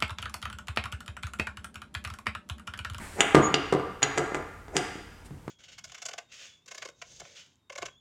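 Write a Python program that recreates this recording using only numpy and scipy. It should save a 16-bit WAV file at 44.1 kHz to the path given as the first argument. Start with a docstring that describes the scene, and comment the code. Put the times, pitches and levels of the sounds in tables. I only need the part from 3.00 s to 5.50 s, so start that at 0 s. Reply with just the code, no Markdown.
"""Threaded sleeve against a steel tube

A threaded plastic sleeve is offered up to a steel tube lying on a table, in a bare, lively room.
Its clicks on the rim and the tube's knocks on the table are impulses shaped by resonant modes.
The sleeve scrapes in dense random slips and squeaks in the thread as a wavering sine.
Cloth and skin brush softly as swelling noise, over a rumble, hiss, low hum and dying reverberation."""
import sys
import numpy as np
from scipy import signal
from scipy.fft import rfft, irfft
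from scipy.io import wavfile

SR = 44100
rng = np.random.default_rng(int(sys.argv[2]) if len(sys.argv) > 2 else 0)


def unload_wav(signal):
    """Save mono or channel-first audio to the path in sys.argv[1] as 16-bit WAV at rate SR, clipped to [-1, 1]."""
    wavfile.write(
        sys.argv[1],
        SR,
        np.round(np.clip(np.atleast_2d(signal).T, -1, 1) * 32767).astype(np.int16),
    )


N = 110250  # samples, 2.5 s

# Centres of the six bands in which a click is specified: (frequency [Hz])
CLICK_BANDS_HZ = [350, 800, 1800, 2900, 4900, 7300]
# Sleeve on the rim: (time [s], six band levels [dB], room send [dB],
# ring favoured by the contact point [Hz], its lift [dB])
CLICKS = [ (0.2062, 11, 17.5, 19, 21, 0.5, 16, -0.5, 3550, 4.5),
          (.5419, 17.5, 14, 12, 13, 11, 2.5, -2, 2830, 9.2),
          (1.0213, -3.5, 6.5, 7, -1, -19, -11, 0.5, 2900, 3),
          (1.0287, 4, 13.5, 12.5, 13, 2.5, 5, -3, 4080, 11.6),
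          (1.0368, 5, 10.5, 14, 0, -4, -5, 0.5, 5800, 11), (1.1768, 9, 15, 12, -0.5, -7, -1.5, -1, 7000, 4),
          (1.1817, 14.5, 10, 8.5, -2, -3.5, 4, 0, 7550, 5.4),
          (1.3459, 7, 6, 9.5, -3, -19, -4.5, -4.5, 2430, 5.7),
          (1.6820, -6, -6, -12, -26, -26.5, -28, 0, 2030, 2.6),
          (1.7667, 4.5, 9.5, 11.5, 10, 3, 11.5, 0.5, 5020, 11.7), ]
# Spectrum that every click shares: (frequency [Hz], level [dB])
CLICK_COLOUR = [(50, -26), (140, -0.5), (220, -8.5), (280, 2), (560, -4), (1100, -5.5), (1500, -5),
                (3600, 1), (4000, -5.5), (4700, -1.5), (5400, -7.5), (6800, 0.5), (9000, -11.5),
                (11000, -28), (16000, -41)]
# Modes of the sleeve and tube end: (frequency [Hz], width [Hz], lift [dB])
FITTING_MODES = [(282.8, 7.3, 12.5), (348, 22, 6), (431, 25, 11.5), (697, 37, 7), (803, 31, 10),
                 (1299, 43, 5), (1410, 20, 10), (1651.5, 10, 7.5), (1675, 16, 7.5), (2040, 34, 8.5),
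                 (2825, 79, 3), (3062, 70, 4.5), (3550, 60, 1.5), (4826, 132, 9), (5800, 130, 10)]
CONTACT_RING_WIDTH_HZ = 154
CLICK_RING_DB, CLICK_T60_S = 6, 0.0163  # of the ring before its spectrum is evened out


def clicks(size=8192):
    """Modal excitation: each tap on the rim favours modes by contact point; returns direct sound and room send."""
    hz = np.fft.rfftfreq(size, 1 / SR)
    fitting_db = along(CLICK_COLOUR, hz) + lift(FITTING_MODES, hz)
    direct = sent = 0
    for start, *levels_db, send_db, ring_hz, ring_db in CLICKS:
        bands_db = along(list(zip(CLICK_BANDS_HZ, levels_db)), hz)
        contact_db = bands_db + lift([(ring_hz, CONTACT_RING_WIDTH_HZ, ring_db)], hz)
        tap = blow(start, contact_db + fitting_db, scatter(CLICK_RING_DB, CLICK_T60_S))
        direct = direct + tap
        sent = sent + undb(send_db) * tap
    return direct, sent


# Centres of the four bands in which a knock is specified: (frequency [Hz])
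KNOCK_BANDS_HZ = [150, 380, 1100, 5500]
# Tube on the table, with its rebounds: (time [s], four band levels [dB])
KNOCKS = [ (0.3472, 24, 36, 25.5, 1), (.3520, 25, -14, 27.5, 5), (.3680, 7.5, 29, 16, -7),
          (.3770, 22, 19.5, 19.5, -8), (0.386, 12.5, 16, 6, -8), (0.414, 7, 18, 15.5, -30),
          (0.725, 8.5, 28, 11, -5), (0.7288, 10, 24.5, 17, -13.5), (.7370, 1.5, 22, 9.5, -9.5),
          (0.7495, 12, 20.5, 9.5, -17), (0.766, -4, 3, -6.5, -38), (.7970, -3, -22, 11, -23),
          (1.029, 13.5, -3.5, -5, 0), (1.32, 0, 10.5, 5, -52), (1.3520, -16.5, 15, 8, -12),
          (1.3680, -3, -3, 3, -28), (1.7640, 7, 12, -30, -15), (1.9550, 1, 8, -15, -32),
          (2.308, 9.5, -4, -13.5, -36), (2.4790, 9, 9.5, 4, -22), ]
# Spectrum that every knock shares: (frequency [Hz], level [dB])
KNOCK_COLOUR = [(30, -31), (70, -7.5), (130, 2.5), (250, -1.5), (320, -1.5), (700, -5), (1100, -6),
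                (1700, -7), (4000, -5), (8000, -4.5), (11000, -20.5), (16000, -35)]
# Modes of the tube and table top: (frequency [Hz], width [Hz], lift [dB])
TABLE_MODES = [(136, 30, 2.5), (204, 17, 3), (308, 23, 6), (421.4, 12, 3), (462.5, 12.5, 6),
               (549, 10, -0.5), (1012, 15, 2), (1180, 39, 7), (1220, 71, 4), (1434, 21, 5.5),
               (1613, 11, 2.5), (2100, 150, 6.5)]
KNOCK_RING_DB, KNOCK_T60_S = 7.5, 0.0227  # of the ring before its spectrum is evened out
KNOCK_ROOM_DB = -2  # room send


def knocks(size=8192):
    """Impact and rebound: the tube drops and rocks, each contact exciting the modes of tube and table."""
    hz = np.fft.rfftfreq(size, 1 / SR)
    table_db = along(KNOCK_COLOUR, hz) + lift(TABLE_MODES, hz)
    out = 0
    for start, *levels_db in KNOCKS:
        bands_db = along(list(zip(KNOCK_BANDS_HZ, levels_db)), hz)
        out = out + blow(start, bands_db + table_db, scatter(KNOCK_RING_DB, KNOCK_T60_S))
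    return out


# Sleeve sliding on the rim: (end time [s], build-up [s], level [dB])
SCRAPES = [(0.201, 0.029, -25), (1.175, 0.023, -33), (1.371, 0.047, -32.5), (1.765, 0.023, -24)]
# Spectrum of the slips: (frequency [Hz], level [dB])
SCRAPE_COLOUR = [(60, -15.5), (200, -6), (330, 2.5), (800, -2), (1100, -15), (2000, -12), (4000, -35),
                 (7000, -21.5), (10000, -38), (16000, -60)]
SCRAPE_GRAINS_PER_S, SCRAPE_RELEASE_S = 4800, 0.0043  # mean slip rate, decay time constant


def scrapes():
    """Dry friction: dense random slips build up exponentially until the sleeve snaps over the rim."""
    t = times()
    grains = rng.standard_normal(N) * (rng.random(N) < SCRAPE_GRAINS_PER_S / SR)
    slips = tint(grains, SCRAPE_COLOUR)
    swell = 0
    for end, build, db in SCRAPES:
        decay = np.maximum(2 * (end - t) / build, (t - end) / SCRAPE_RELEASE_S)
        swell = swell + undb(db) * np.exp(-decay)
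    return slips * swell


# Thread squeaks: (start time [s], attack [s], hold [s], release [s], pitch [Hz], level [dB])
SQUEAKS = [ (.2070, 0.00074, 0.0032, 0.0022, 6970, -22.5), (0.402, 0.046, 0.0097, 0.017, 6790, -32),
           (0.5418, 0.0012, .004, 0.0037, 7020, -36), (1.0197, 0.00069, 0.0088, .002, 6750, -45),
           (1.028, 0.0014, 0.0054, .002, 6783, -17.5), ]
SQUEAK_WOBBLE, SQUEAK_WOBBLE_PER_S = 0.0087, 330  # rms pitch deviation as a fraction, its corner in Hz
SQUEAK_ROOM_DB = -4  # room send


def squeaks():
    """Stick-slip oscillation: friction in the thread drives one high, slightly unsteady mode."""
    t, out = times(), 0
    corner = SQUEAK_WOBBLE_PER_S
    wobble = tint(rng.standard_normal(N), [(corner, 0), (2 * corner, -40)])
    for start, attack, hold, release, hz, db in SQUEAKS:
        age = t - start
        rise = np.clip(age / attack, 0, 1) ** 2
        envelope = rise * np.exp(-np.maximum(age - attack - hold, 0) / release)
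        phase = 2 * np.pi * np.cumsum(hz * (1 + SQUEAK_WOBBLE * wobble)) / SR
        out = out + undb(db) * envelope * np.sqrt(2) * np.sin(phase)
    return out


# Cloth and skin brushing: (centre time [s], half length to 1/e [s], level [dB])
RUSTLES = [(0.045, 0.064, -48.5), (0.16, 0.058, -50.5), (2.262, 0.013, -54)]
# Spectrum of the brushing: (frequency [Hz], level [dB])
RUSTLE_COLOUR = [(300, 2), (2000, 1.5), (4500, -2), (6500, -4), (8000, 3.5), (12000, -9), (16000, -18)]


def rustles():
    """Broadband friction noise: brushing cloth and skin swell and fade along Gaussian envelopes."""
    t = times()
    swell = sum(undb(db) * np.exp(-((t - centre) / half) ** 2) for centre, half, db in RUSTLES)
    return swell * tint(rng.standard_normal(N), RUSTLE_COLOUR)


# Diffuse reverberation: (frequency [Hz], level against direct sound [dB], t60 [s])
ROOM = [(100, 2.5, 0.61), (350, 1, 0.52), (860, 1.5, 0.65), (1350, 3.5, 0.99), (2900, -5, 1),
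        (5170, -7.5, 1), (7000, -12.5, 0.86), (12100, -2.5, 0.71)]
ROOM_ONSET_S = 0.0098  # ramp over the whole response
EARLY_DB, EARLY_T60_S = -3, 0.064  # near reflections, before the ramp


def room(x):
    """Reverberation as convolution: near reflections, then a diffuse tail decaying band by band."""
    hz = np.fft.rfftfreq(N, 1 / SR)
    noise = rfft(rng.standard_normal(N))
    response = undb(EARLY_DB) * tail(EARLY_T60_S)
    for k, (_, db, t60) in enumerate(ROOM):
        # each band crossfades into its neighbours
        share = along([(row[0], j == k) for j, row in enumerate(ROOM)], hz)
        envelope = fade(t60)
        band = irfft(noise * share, N) * envelope / np.linalg.norm(envelope)
        response = response + undb(db) * band
    return convolve(x, response * np.clip(times() / ROOM_ONSET_S, 0, 1) ** 2)


# Spectrum of the room rumble and hiss: (frequency [Hz], level [dB])
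FLOOR = [(15, -20), (25, -0.5), (80, 0), (354, -11.5), (476, -11.5), (560, -18.5), (818, -16), (936, -14),
         (1100, -19.5), (1740, -22), (4250, -32.5), (8360, -32), (16000, -41.5)]
FLOOR_DB = -51.5  # rms
# Low room hum: (frequency [Hz], rms level [dB])
HUM = [(50.5, -58.5), (86.5, -55.5)]
# Spectrum of the room still ringing from earlier handling: (frequency [Hz], level [dB])
LINGER_COLOUR = [(40, 4.5), (90, -2), (200, 1.5), (300, 2.5), (500, -12), (800, -6), (2000, -5),
                 (3200, -22.5), (5000, -74), (12000, -47.5)]
LINGER_DB, LINGER_T60_S = -40.5, 0.87  # level at the start, decay


def background():
    """Superposition: steady rumble and hiss, low hum tones, and exponentially dying reverberation."""
    t, hum = times(), 0
    for hz, db in HUM:
        hum = hum + undb(db) * np.sqrt(2) * np.sin(2 * np.pi * (hz * t + rng.random()))
    linger = undb(LINGER_DB) * fade(LINGER_T60_S) * tint(rng.standard_normal(N), LINGER_COLOUR)
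    floor = undb(FLOOR_DB) * tint(rng.standard_normal(N), FLOOR)
    return floor + hum + linger


def blow(start, spectrum_db, spread):
    """Minimum-phase impulse: a causal strike of given spectrum, spread in time and placed at its start."""
    # folding the cepstrum gives the minimum-phase pulse
    cepstrum = irfft(np.log(undb(spectrum_db)))
    half = len(cepstrum) // 2
    cepstrum[1:half] *= 2
    cepstrum[half + 1:] = 0
    strike = irfft(np.exp(rfft(cepstrum)) * rfft(spread, len(cepstrum)))
    return np.pad(strike, (int(start * SR), N))[:N]


def lift(modes, hz):
    """Resonance: each mode raises the spectrum by a bell-shaped power gain; returns the sum in dB."""
    total_db = 0
    for centre, width, db in modes:
        bell = 1 / (1 + (2 * (hz - centre) / width) ** 2)
        total_db = total_db + 10 * np.log10(1 + (undb(db) ** 2 - 1) * bell)
    return total_db


def scatter(ring_db, t60, size=4096, count=6):
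    """Near-allpass dispersion: a crack and dense short ring, evened out to spread a blow with little colour."""
    y = undb(ring_db) * tail(t60, size=size)
    y[0] += 1
    for _ in range(count):
        # flatten the magnitude, then cut the response to the first half
        y = irfft(np.exp(1j * np.angle(rfft(y))))
        y[size // 2:] = 0
    return y


def tail(t60, size=N):
    """Diffuse decay: exponentially fading noise of unit energy."""
    y = rng.standard_normal(size) * fade(t60, size=size)
    return y / np.linalg.norm(y)


def fade(t60, size=N):
    """Exponential decay: amplitude falls by 60 dB in t60 seconds."""
    return np.exp(-np.log(1000) * np.arange(size) / SR / max(t60, 1e-3))


def tint(x, colour):
    """Linear filtering: colour a signal in the frequency domain and bring it to rms 1."""
    y = irfft(rfft(x) * undb(along(colour, np.fft.rfftfreq(N, 1 / SR))), N)
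    return y / np.std(y)


def convolve(a, b):
    """Convolution: pass a sound through an impulse response."""
    return signal.fftconvolve(a, b)[:N]


def along(points, hz):
    """Logarithmic pitch scale: interpolate (frequency [Hz], value) points on a log-frequency axis."""
    f, v = np.array(points, float).T
    return np.interp(np.log(np.maximum(hz, 1)), np.log(f), v)


def undb(db):
    """Logarithmic level: decibels to amplitude gain."""
    return 10 ** (np.asarray(db) / 20)


def times():
    """Uniform sampling: time of every sample in seconds."""
    return np.arange(N) / SR


def scene():
    """Superposition: direct sources, their reverberation, rustles and background add linearly."""
    click, click_sent = clicks()
    knock, scrape, squeak = knocks(), scrapes(), squeaks()
    sent = click_sent + undb(KNOCK_ROOM_DB) * knock + scrape + undb(SQUEAK_ROOM_DB) * squeak
    direct = click + knock + scrape + squeak
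    return (direct + room(sent) + rustles() + background())[None]


TOP_HZ = 16200  # upper band limit


def record(dry):
    """Saturation and band limiting: the recorder clips at full scale, then a steep low-pass cuts the top."""
    clipped = np.clip(dry, -1, 1)
    low_pass = signal.ellip(10, .2, 80, TOP_HZ, fs=SR, output="sos")
    return signal.sosfilt(low_pass, clipped)


dry = scene()
out = record(dry)
unload_wav(out)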